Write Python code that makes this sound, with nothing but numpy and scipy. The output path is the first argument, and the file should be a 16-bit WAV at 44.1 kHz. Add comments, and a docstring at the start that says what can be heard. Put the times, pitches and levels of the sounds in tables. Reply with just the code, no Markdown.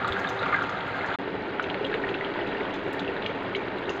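"""Tap water filling steel vessels

Water runs from a filter tap into a steel tumbler; after an abrupt cut, it pours into a wide steel pot.
The jet drags under a swarm of air bubbles that ring briefly and rise in pitch, and each vessel
colours them with its resonances. Single bubbles plink above the churn, big air pockets gulp,
lumps of water slap, and flung drops tick on the steel over a fine spray."""
import sys
import numpy as np
from scipy import signal
from scipy.fft import rfft, irfft
from scipy.io import wavfile
from scipy.ndimage import uniform_filter1d, map_coordinates

SR = 44100
rng = np.random.default_rng(int(sys.argv[2]) if len(sys.argv) > 2 else 0)


def to_wav(sig):
    """Store sig (one row per channel, or 1-D mono) as 16-bit WAV at the path in sys.argv[1].

    Samples outside -1..1 are clipped; the rate is SR.
    """
    pcm = np.clip(np.atleast_2d(sig), -1, 1) * 32767
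    pcm = np.round(pcm).astype(np.int16)
    wavfile.write(sys.argv[1], SR, pcm.T)  # frames by channels


N = 176400  # 4 seconds

# tone of the churning water in each vessel, and a further softening of its top hiss (f/Hz, gain/dB)
TUMBLER_COLOUR = [(25, -31.5), (55, -8.5), (110, -5.5), (200, -3), (450, -2.5), (750, -1), (1050, -5),
                  (1350, -1.5), (1700, -4), (2400, -11), (3100, -16), (3950, -18), (4800, -30), (5400, -43),
                  (7100, -40.5), (8500, -60)]
POT_COLOUR = [(25, -30), (55, -9), (110, -2.5), (220, -5), (400, 0.5), (600, -2.5), (1100, -9.5),
              (1500, -7.5), (2000, -10.5), (2450, -14.5), (2900, -18), (3950, -24.5), (4900, -34.5),
              (5400, -46), (7100, -50), (8500, -65)]
HISS_ROLLOFF = [(8500, 0), (15000, -3)]
# resonances: the pitches at which each vessel and its air like to ring (f/Hz, width/Hz, gain/dB)
TUMBLER_MODES = [(114, 17, 4), (182.5, 25, 1), (280.7, 7.9, 8), (389, 4.8, 10.5), (491, 15, 0),
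                 (774, 24, -6), (840, 9, -6.5), (913, 19, 5), (1220, 58, -3), (1345, 20, -5),
                 (1400, 30, 1.5), (1580, 21, 0), (1630, 16, -3.5), (1930, 15, -9), (2083, 45, -2),
                 (3370, 100, -10)]
POT_MODES = [(110, 6.3, -3), (188.7, 18.6, 0.5), (281.2, 13.4, 7.5), (342, 21, -2.5), (390.8, 5.2, 10),
             (428.5, 5.7, 0.5), (642, 38, -9), (883, 61, -2), (1380, 65, -13), (1480, 23, -3.5),
             (1836, 37, -2.5), (2270, 57, -8), (2810, 150, -6), (3330, 89, -4.5), (3910, 78, -6)]
# loudness of the churn in each vessel (t/s, level/dB)
TUMBLER_FLOW = [(0, -29), (.15, -29.5), (.34, -30), (.45, -30), (.6, -28.5), (.8, -31), (1.0, -29.5),
                (1.16, -30.5)]
POT_FLOW = [(1.19, -31), (1.5, -31.5), (1.8, -30.5), (2.1, -31), (2.35, -30), (2.6, -30), (2.9, -31),
            (3.4, -31), (4, -31.5)]
# how the splash in the pot and the fine spray swell and fade (t/s, relative level/dB)
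SPLASH_LEVEL = [(1.19, -62), (1.55, -44), (1.75, -36.5), (2.6, -36.5), (2.85, -39), (3.25, -34.5),
                (4, -41.5)]
SPRAY_LEVEL = [(0, -80), (.15, -76), (.3, -75), (.42, -82), (1.15, -85), (1.3, -98), (1.55, -96),
               (1.8, -83.5), (2.3, -87), (4, -86)]
# single bubbles in each vessel, and big air pockets (t/s, f/Hz, relative level/dB, ring time/cycles)
TUMBLER_BUBBLES = [(.046, 1255, -13, 3.1), (.075, 3730, -29, 3), (.080, 1270, -20, 7.5),
                   (.123, 3500, -20, 3.2), (.167, 1515, -17, 6.6), (.243, 3050, -29.5, 4.1),
                   (.247, 1630, -16.5, 3.6), (.273, 3610, -28.5, 7.7), (.289, 3000, -30, 2),
                   (.392, 3820, -28.5, 6.5), (.428, 1395, -18.5, 4), (.429, 3660, -27.5, 3.5),
                   (.458, 2930, -25, 1.8), (.460, 1204, -17.5, 9.3), (.525, 1360, -13.5, 2.9),
                   (.527, 2050, -20, 5), (.529, 1200, -14.5, 14), (.542, 1320, -21, 4.7),
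                   (.543, 2028, -14.5, 7.9), (.545, 1570, -13, 7.9), (.565, 1940, -29, 6.8),
                   (.589, 1460, -19.5, 3.9), (.620, 1336, -13.5, 3.2), (.638, 2670, -30, 4.9),
                   (.694, 1260, -18.5, 2.7), (.694, 3370, -31.5, 2.5), (.772, 3800, -35.5, 5),
                   (.808, 3320, -28, 3.6), (.945, 1590, -22, 3.9), (1.009, 2150, -22, 4.6),
                   (1.045, 1660, -17, 3.6), (1.093, 1650, -21, 5.9), (1.141, 3420, -28, 5)]
POT_BUBBLES = [(1.5965, 1330, -7, 1.7), (1.625, 2700, -31.5, 6.4), (1.641, 2500, -21.5, 2.4),
               (1.700, 2930, -30, 2.7), (1.709, 786, -16.5, 2.5), (1.744, 2070, -20, 5.7),
               (1.846, 2790, -27, 7.6), (1.850, 3140, -22.5, 8.3), (1.866, 3310, -33.5, 3.5),
               (1.928, 1570, -16, 3.6), (1.941, 1640, -12, 1.1), (1.949, 1520, -23, 3),
               (1.998, 1495, -25, 5), (2.038, 1820, -18, 9.9), (2.080, 1820, -23.5, 6),
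               (2.142, 2640, -23.5, 7.3), (2.149, 1470, -18, 3.9), (2.210, 1860, -16, 5.3),
               (2.247, 2960, -24.5, 6.7), (2.270, 2800, -31, 4), (2.391, 1870, -20, 6.1),
               (2.549, 1740, -21, 7), (2.570, 2700, -29, 6.5), (2.608, 2000, -18.5, 3.4),
               (2.654, 2930, -28.5, 5.5), (2.707, 2730, -31, 5.6), (2.742, 3300, -34, 6.7),
               (2.941, 1720, -23, 10), (2.995, 3510, -25.5, 7.2), (3.048, 2900, -29, 4),
               (3.078, 2680, -24.5, 8.5), (3.165, 1650, -20.5, 3.5), (3.166, 3700, -34, 6.8),
               (3.224, 2650, -28, 4.6), (3.244, 3200, -29, 5.5), (3.261, 1880, -21, 2),
               (3.549, 2120, -18.5, 7), (3.550, 2910, -20, 5.2), (3.557, 3930, -31.5, 6),
               (3.606, 2240, -27, 6), (3.785, 3550, -33.5, 4.1), (3.893, 2650, -19.5, 4.7)]
GULPS = [(.104, 80, -31, 0.8), (.420, 483, -23.5, 2.1), (1.752, 542, -29, 3.5), (1.810, 395, -20.5, 3),
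         (1.843, 506, -26, 6.8), (1.941, 412, -25.5, 3.1), (1.955, 514, -31, 5.3), (2.101, 437, -30, 3.4),
         (3.086, 402, -21, 1.2)]
# lumps of water that slap the surface in the pot, and at 2.472 s a drop striking the steel with a bright crack
# near 5 kHz (t/s, centre f/Hz, relative level/dB, length/s)
SLAPS = [(1.598, 2700, -29, 0.0022), (1.641, 2760, -25, 0.0034), (1.700, 2910, -20.5, .005),
         (1.743, 3200, -26.5, 0.0038), (1.846, 3200, -25.5, 0.0048), (1.931, 2200, -29, 0.0022),
         (1.94, 3070, -22, 0.0055), (1.946, 2500, -32, 0.0037), (2.089, 3300, -25.5, 0.0063),
         (2.141, 2550, -31, 0.0061), (2.248, 3170, -33, 0.0028), (2.339, 3770, -28, 0.0027),
         (2.472, 4760, -33, .004), (2.993, 3320, -25, .006), (3.222, 3200, -24.5, 0.0037),
         (3.262, 3150, -19, .003), (3.551, 3100, -30, 0.0076), (3.893, 3020, -26.5, 0.0034)]
# how single bubbles and slaps carry out of the vessel (f/Hz, gain/dB)
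BUBBLE_PATH = [(100, -18.5), (4000, 2.5), (5300, -3.5), (7000, -10), (9000, -28), (15000, -34)]
SLAP_PATH = [(500, -6.5), (2000, 1.5), (3950, 0.5), (4500, -9.5), (5100, -19.5), (7000, -18), (9000, -32)]
# drops that hit the steel (t/s, relative crack level/dB, crack f/Hz, relative sizzle level/dB)
TICKS = [(.076, -49, 8200, -49), (.124, -52, 12500, -51), (.191, -51, 14000, -42), (.277, -63, 7500, -51),
         (.289, -47.5, 14200, -36), (.395, -67, 9000, -57), (.428, -62.5, 13500, -60),
         (.458, -62, 13000, -49), (0.559, -59, 14000, -51), (.623, -59, 11500, -45),
         (.694, -60, 13500, -46.5), (.877, -58, 14000, -64), (.966, -60, 13000, -64),
         (1.06, -63, 8000, -47), (1.624, -67, 7800, -48), (1.846, -65, 14000, -56), (1.865, -64, 9000, -59),
         (1.942, -57, 13500, -58), (2.095, -73, 7500, -52), (2.247, -67, 14000, -68),
         (2.473, -73, 7500, -58), (2.70, -65, 13000, -65), (2.739, -64, 13000, -46),
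         (2.836, -67, 8000, -59), (2.88, -67, 13800, -57), (2.93, -46.5, 11500, -54),
         (2.997, -62, 8000, -48), (3.136, -66, 13800, -69), (3.262, -63, 13500, -49.5),
         (3.43, -62, 11500, -67), (3.559, -65, 12500, -49), (3.785, -62, 10500, -66),
         (3.893, -76, 7500, -37), (3.964, -66, 7500, -55)]
# high resonances of the steel wall (f/Hz, width/Hz, gain/dB)
STEEL_MODES = [(4940, 160, 1.5), (5150, 87, 6.5), (5950, 70, 6.5), (6234, 60, 5), (6659, 37, 2.5),
               (6900, 49, 3.5)]
# tone of a bubble's snap, the splash, a drop's crack, its sizzle and the spray (f/Hz, gain/dB)
SNAP_COLOUR = [(400, -9.5), (1500, 4.5), (4000, -2.5), (5100, -30), (7000, -29), (9000, -44.5)]
SPLASH_COLOUR = [(700, 3.5), (2000, -9.5), (3600, -10), (5300, -31.5), (7000, -30), (9000, -44.5)]
CRACK_COLOUR = [(2000, -19.5), (4500, -9.5), (5700, -6.5), (7400, 4.5), (8900, -11.5), (11500, -10),
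                (14200, -8.5), (15600, -15)]
SIZZLE_COLOUR = [(2500, -7.5), (4700, 0), (5600, -5), (6700, 0), (7400, -9.5), (8800, -34.5)]
SPRAY_COLOUR = [(4000, 1), (7400, 5.5), (8900, -6.5), (11500, -4), (14200, -3), (15600, -12)]


def tumbler():
    """The jet churns in a narrow cup, which rings brightly."""
    fizz = swarm(count=9000, low_hz=250, high_hz=7980, cycles=3.4, rise=0.046, scatter_db=2.5)
    water = churn(fizz, TUMBLER_COLOUR, TUMBLER_MODES, hiss_db=5, flicker_db=0.88, flicker_hz=39.8)
    singles = vessel(plinks(TUMBLER_BUBBLES, rise=0.01, onset=0.55), TUMBLER_MODES)
    return water * curve(TUMBLER_FLOW) + undb(-1.5) * walls(singles, echo_s=0.13, echo_db=-4.5)


def pot():
    """The jet plunges into a wide pot: a hollow rumble, with small bubbles splashing on top."""
    fizz = swarm(count=18000, low_hz=181.1, high_hz=8060, cycles=3.48, rise=0.062, scatter_db=2)
    water = churn(fizz, POT_COLOUR, POT_MODES, hiss_db=2.5, flicker_db=0.71, flicker_hz=70)
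    splash = swarm(count=600, low_hz=907, high_hz=3900, cycles=3, rise=0.063, scatter_db=5)
    splash = unit(colour(splash, SPLASH_COLOUR)) * curve(SPLASH_LEVEL)
    singles = vessel(plinks(POT_BUBBLES, rise=0.037, onset=0.58), POT_MODES)
    surface = undb(-3.5) * singles + undb(-9.5) * splash + slaps()
    return water * curve(POT_FLOW) + walls(surface, echo_s=0.1, echo_db=-7.5)


def churn(fizz, tone, modes, hiss_db, flicker_db, flicker_hz):
    """Bubbles and hiss blend into a slightly flickering rush that makes the vessel ring."""
    hiss = undb(hiss_db) * unit(rng.standard_normal(N))
    water = (fizz + hiss) * undb(flicker_db * wander(flicker_hz))
    water = colour(colour(water, tone), HISS_ROLLOFF)
    return unit(vessel(water, modes))


def swarm(count, low_hz, high_hz, cycles, rise, scatter_db):
    """Bubbles of all sizes ring at random times; the smaller the bubble, the higher its note."""
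    out = np.zeros(N)
    for when, smallness, chance, ring_time in rng.random((count, 4)):
        hz = low_hz * (high_hz / low_hz) ** smallness
        gain = hz * undb(-scatter_db * np.log(chance + .02))  # high notes are brief, so boost them
        tone = bubble(hz, cycles * 2 ** (2 * ring_time - 1), rise, onset=0.13)
        add(out, when * N / SR, gain * tone)
    return unit(out)


def bubble(hz, cycles, rise, onset):
    """Trapped air rings like a tiny bell and climbs in pitch as it nears the surface."""
    turns = np.arange(int(2 * np.pi * cycles * SR / hz) + 2) * hz / SR
    age = turns / cycles  # each step of 1 fades the ring to 37% and adds rise * hz to its pitch
    shape = (1 - np.exp(-turns / onset)) * np.exp(-age)  # swells over about `onset` cycles
    return shape / shape.max() * np.sin(2 * np.pi * turns * (1 + rise * age / 2))


def plinks(rows, rise, onset):
    """Single loud bubbles snap as they pinch off, then ring, wavering as their shape changes."""
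    snap_s, snap_db = 0.0016, -19
    rings, snaps = np.zeros((2, N))
    t = np.arange(SR // 50) / SR
    waver = 0.028 * wander(900)  # about 3% of the pitch
    for start, hz, db, cycles in rows:
        tone = bubble(hz, cycles, rise, onset)
        position = np.cumsum(1 + waver[int(start * SR):][:len(tone)])  # step through it unevenly
        add(rings, start, undb(db) * map_coordinates(tone, [position]))
        add(snaps, start, undb(db + snap_db) * np.exp(-t / snap_s) * rng.standard_normal(len(t)))
    return colour(rings, BUBBLE_PATH) + colour(snaps, SNAP_COLOUR)


def slaps():
    """Each burst is a handful of tiny bubbles ringing almost at once: a broad, wet crack."""
    bubble_count, spread_octaves = 14, 0.94
    out = np.zeros(N)
    for start, centre_hz, db, length_s in SLAPS:
        burst = np.zeros(SR // 20)
        for when, smallness, strength in rng.random((bubble_count, 3)):
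            hz = centre_hz * 2 ** (spread_octaves * (smallness - .5))
            tone = bubble(hz, cycles=1.3, rise=0.072, onset=0.26)
            add(burst, length_s * when ** 2, (2 * strength - 1) * tone)
        add(out, start, undb(db) * burst / np.abs(burst).max())
    return colour(out, SLAP_PATH)


def gulps():
    """Big air pockets swell, ring low and rise in pitch."""
    out = np.zeros(N)
    for start, hz, db, cycles in GULPS:
        add(out, start, undb(db) * bubble(hz, cycles, rise=0.047, onset=0.81))
    return out


def ticks():
    """Flung drops hit the steel: a tiny pitched crack, then a wet sizzle that rings the wall."""
    sharpness, pitch_db = 4.5, 3.5  # how clearly a crack's pitch stands out
    cracks, sizzle = np.zeros((2, N))
    crack_shape = drop_shape(decay_s=0.0045, tail_s=0.036, tail_db=-16.5)
    sizzle_shape = drop_shape(decay_s=0.0056, tail_s=0.057, tail_db=-13.5)
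    for start, crack_db, hz, sizzle_db in TICKS:
        crack_noise, sizzle_noise = rng.standard_normal((2, len(crack_shape)))
        crack = vessel(crack_shape * crack_noise, [(hz, hz / sharpness, pitch_db)])
        add(cracks, start, undb(crack_db) * crack)
        add(sizzle, start, undb(sizzle_db) * sizzle_shape * sizzle_noise)
    grain = undb(2.5 * wander(600))  # the mist after a drop is uneven
    sizzle = colour(sizzle * grain, SIZZLE_COLOUR)
    return colour(cracks * grain, CRACK_COLOUR) + sizzle + undb(0.5) * ring(sizzle, STEEL_MODES)


def drop_shape(decay_s, tail_s, tail_db, attack_s=0.00089):
    """Loudness of a drop's hit: it jumps up, falls fast and leaves a soft tail."""
    t = np.arange(SR // 4) / SR
    attack = 1 - np.exp(-t / attack_s)
    return attack * (np.exp(-t / decay_s) + undb(tail_db) * np.exp(-t / tail_s))


def spray():
    """Fine droplets patter softly, each at its own pitch."""
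    drops = swarm(count=1100, low_hz=5600, high_hz=15000, cycles=6, rise=.02, scatter_db=3.5)
    patter = walls(colour(drops, SPRAY_COLOUR), echo_s=.06, echo_db=0.5)
    return unit(patter) * curve(SPRAY_LEVEL)


def vessel(x, modes):
    """The vessel rings along with whatever sounds in it."""
    return x + ring(x, modes)


def ring(x, modes):
    """Each resonance picks a narrow band of pitches out of x and rings with it."""
    return sum(undb(db) * signal.lfilter(*signal.iirpeak(hz, hz / width, fs=SR), x)
               for hz, width, db in modes)


def walls(x, echo_s, echo_db):
    """Sound bounces between the steel walls; the echoes fade by 60 dB in `echo_s`."""
    t = np.arange(SR // 4) / SR
    echoes = rng.standard_normal(len(t)) * undb(-60 * t / echo_s) * (t > .003)
    return x + undb(echo_db) * signal.fftconvolve(x, echoes / np.linalg.norm(echoes))[:N]


def colour(x, points):
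    """Turn lows and highs up or down along (f/Hz, gain/dB) points."""
    size = 8192
    hz, db = np.array(points).T
    log_hz = np.log(np.fft.rfftfreq(size, 1 / SR) + 1)
    gain = undb(np.interp(log_hz, np.log(hz), db))
    cepstrum = irfft(np.log(gain))
    # fold it onto its first half, so the filter never rings before the sound arrives
    cepstrum[1:size // 2] *= 2
    cepstrum[size // 2 + 1:] = 0
    return signal.fftconvolve(x, irfft(np.exp(rfft(cepstrum))))[:N]


def wander(rate_hz):
    """Smooth random drift around zero, with a spread near 1."""
    hold = max(int(SR / rate_hz), 2)
    steps = rng.standard_normal(N // hold + 1)[np.arange(N) // hold]
    return unit(uniform_filter1d(steps, hold))


def curve(rows):
    """A volume that follows (t/s, level/dB) points."""
    return undb(np.interp(np.arange(N) / SR, *np.array(rows).T))


def add(out, start_s, x):
    """Mix a short sound in at its time."""
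    i = int(np.clip(start_s * SR, 0, N - 1))
    out[i:i + len(x)] += x[:N - i]


def undb(db):
    """Turn decibels into a number to multiply by."""
    return 10 ** (np.asarray(db) / 20)


def unit(x):
    """Scale to an average (rms) level of 1."""
    return x / np.sqrt(np.mean(x ** 2))


def scene():
    """First the tumbler, an abrupt cut to a moment of silence, then the pot."""
    tumbler_ends_s, fade_out_s = 1.161, .008
    pot_starts_s, fade_in_s = 1.187, .00002
    t = np.arange(N) / SR
    tumbler_on = np.clip((tumbler_ends_s - t) / fade_out_s, 0, 1)
    pot_on = np.clip((t - pot_starts_s) / fade_in_s, 0, 1)
    pour = tumbler_on * tumbler() + pot_on * pot()
    small_sounds = (tumbler_on + pot_on) * (ticks() + spray() + gulps())
    return (pour + small_sounds)[None]


def record(dry):
    """The very highest treble is cut away."""
    top_hz = 15650
    return signal.sosfilt(signal.ellip(8, .2, 70, top_hz, fs=SR, output="sos"), dry)


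dry = scene()
out = record(dry)
to_wav(out)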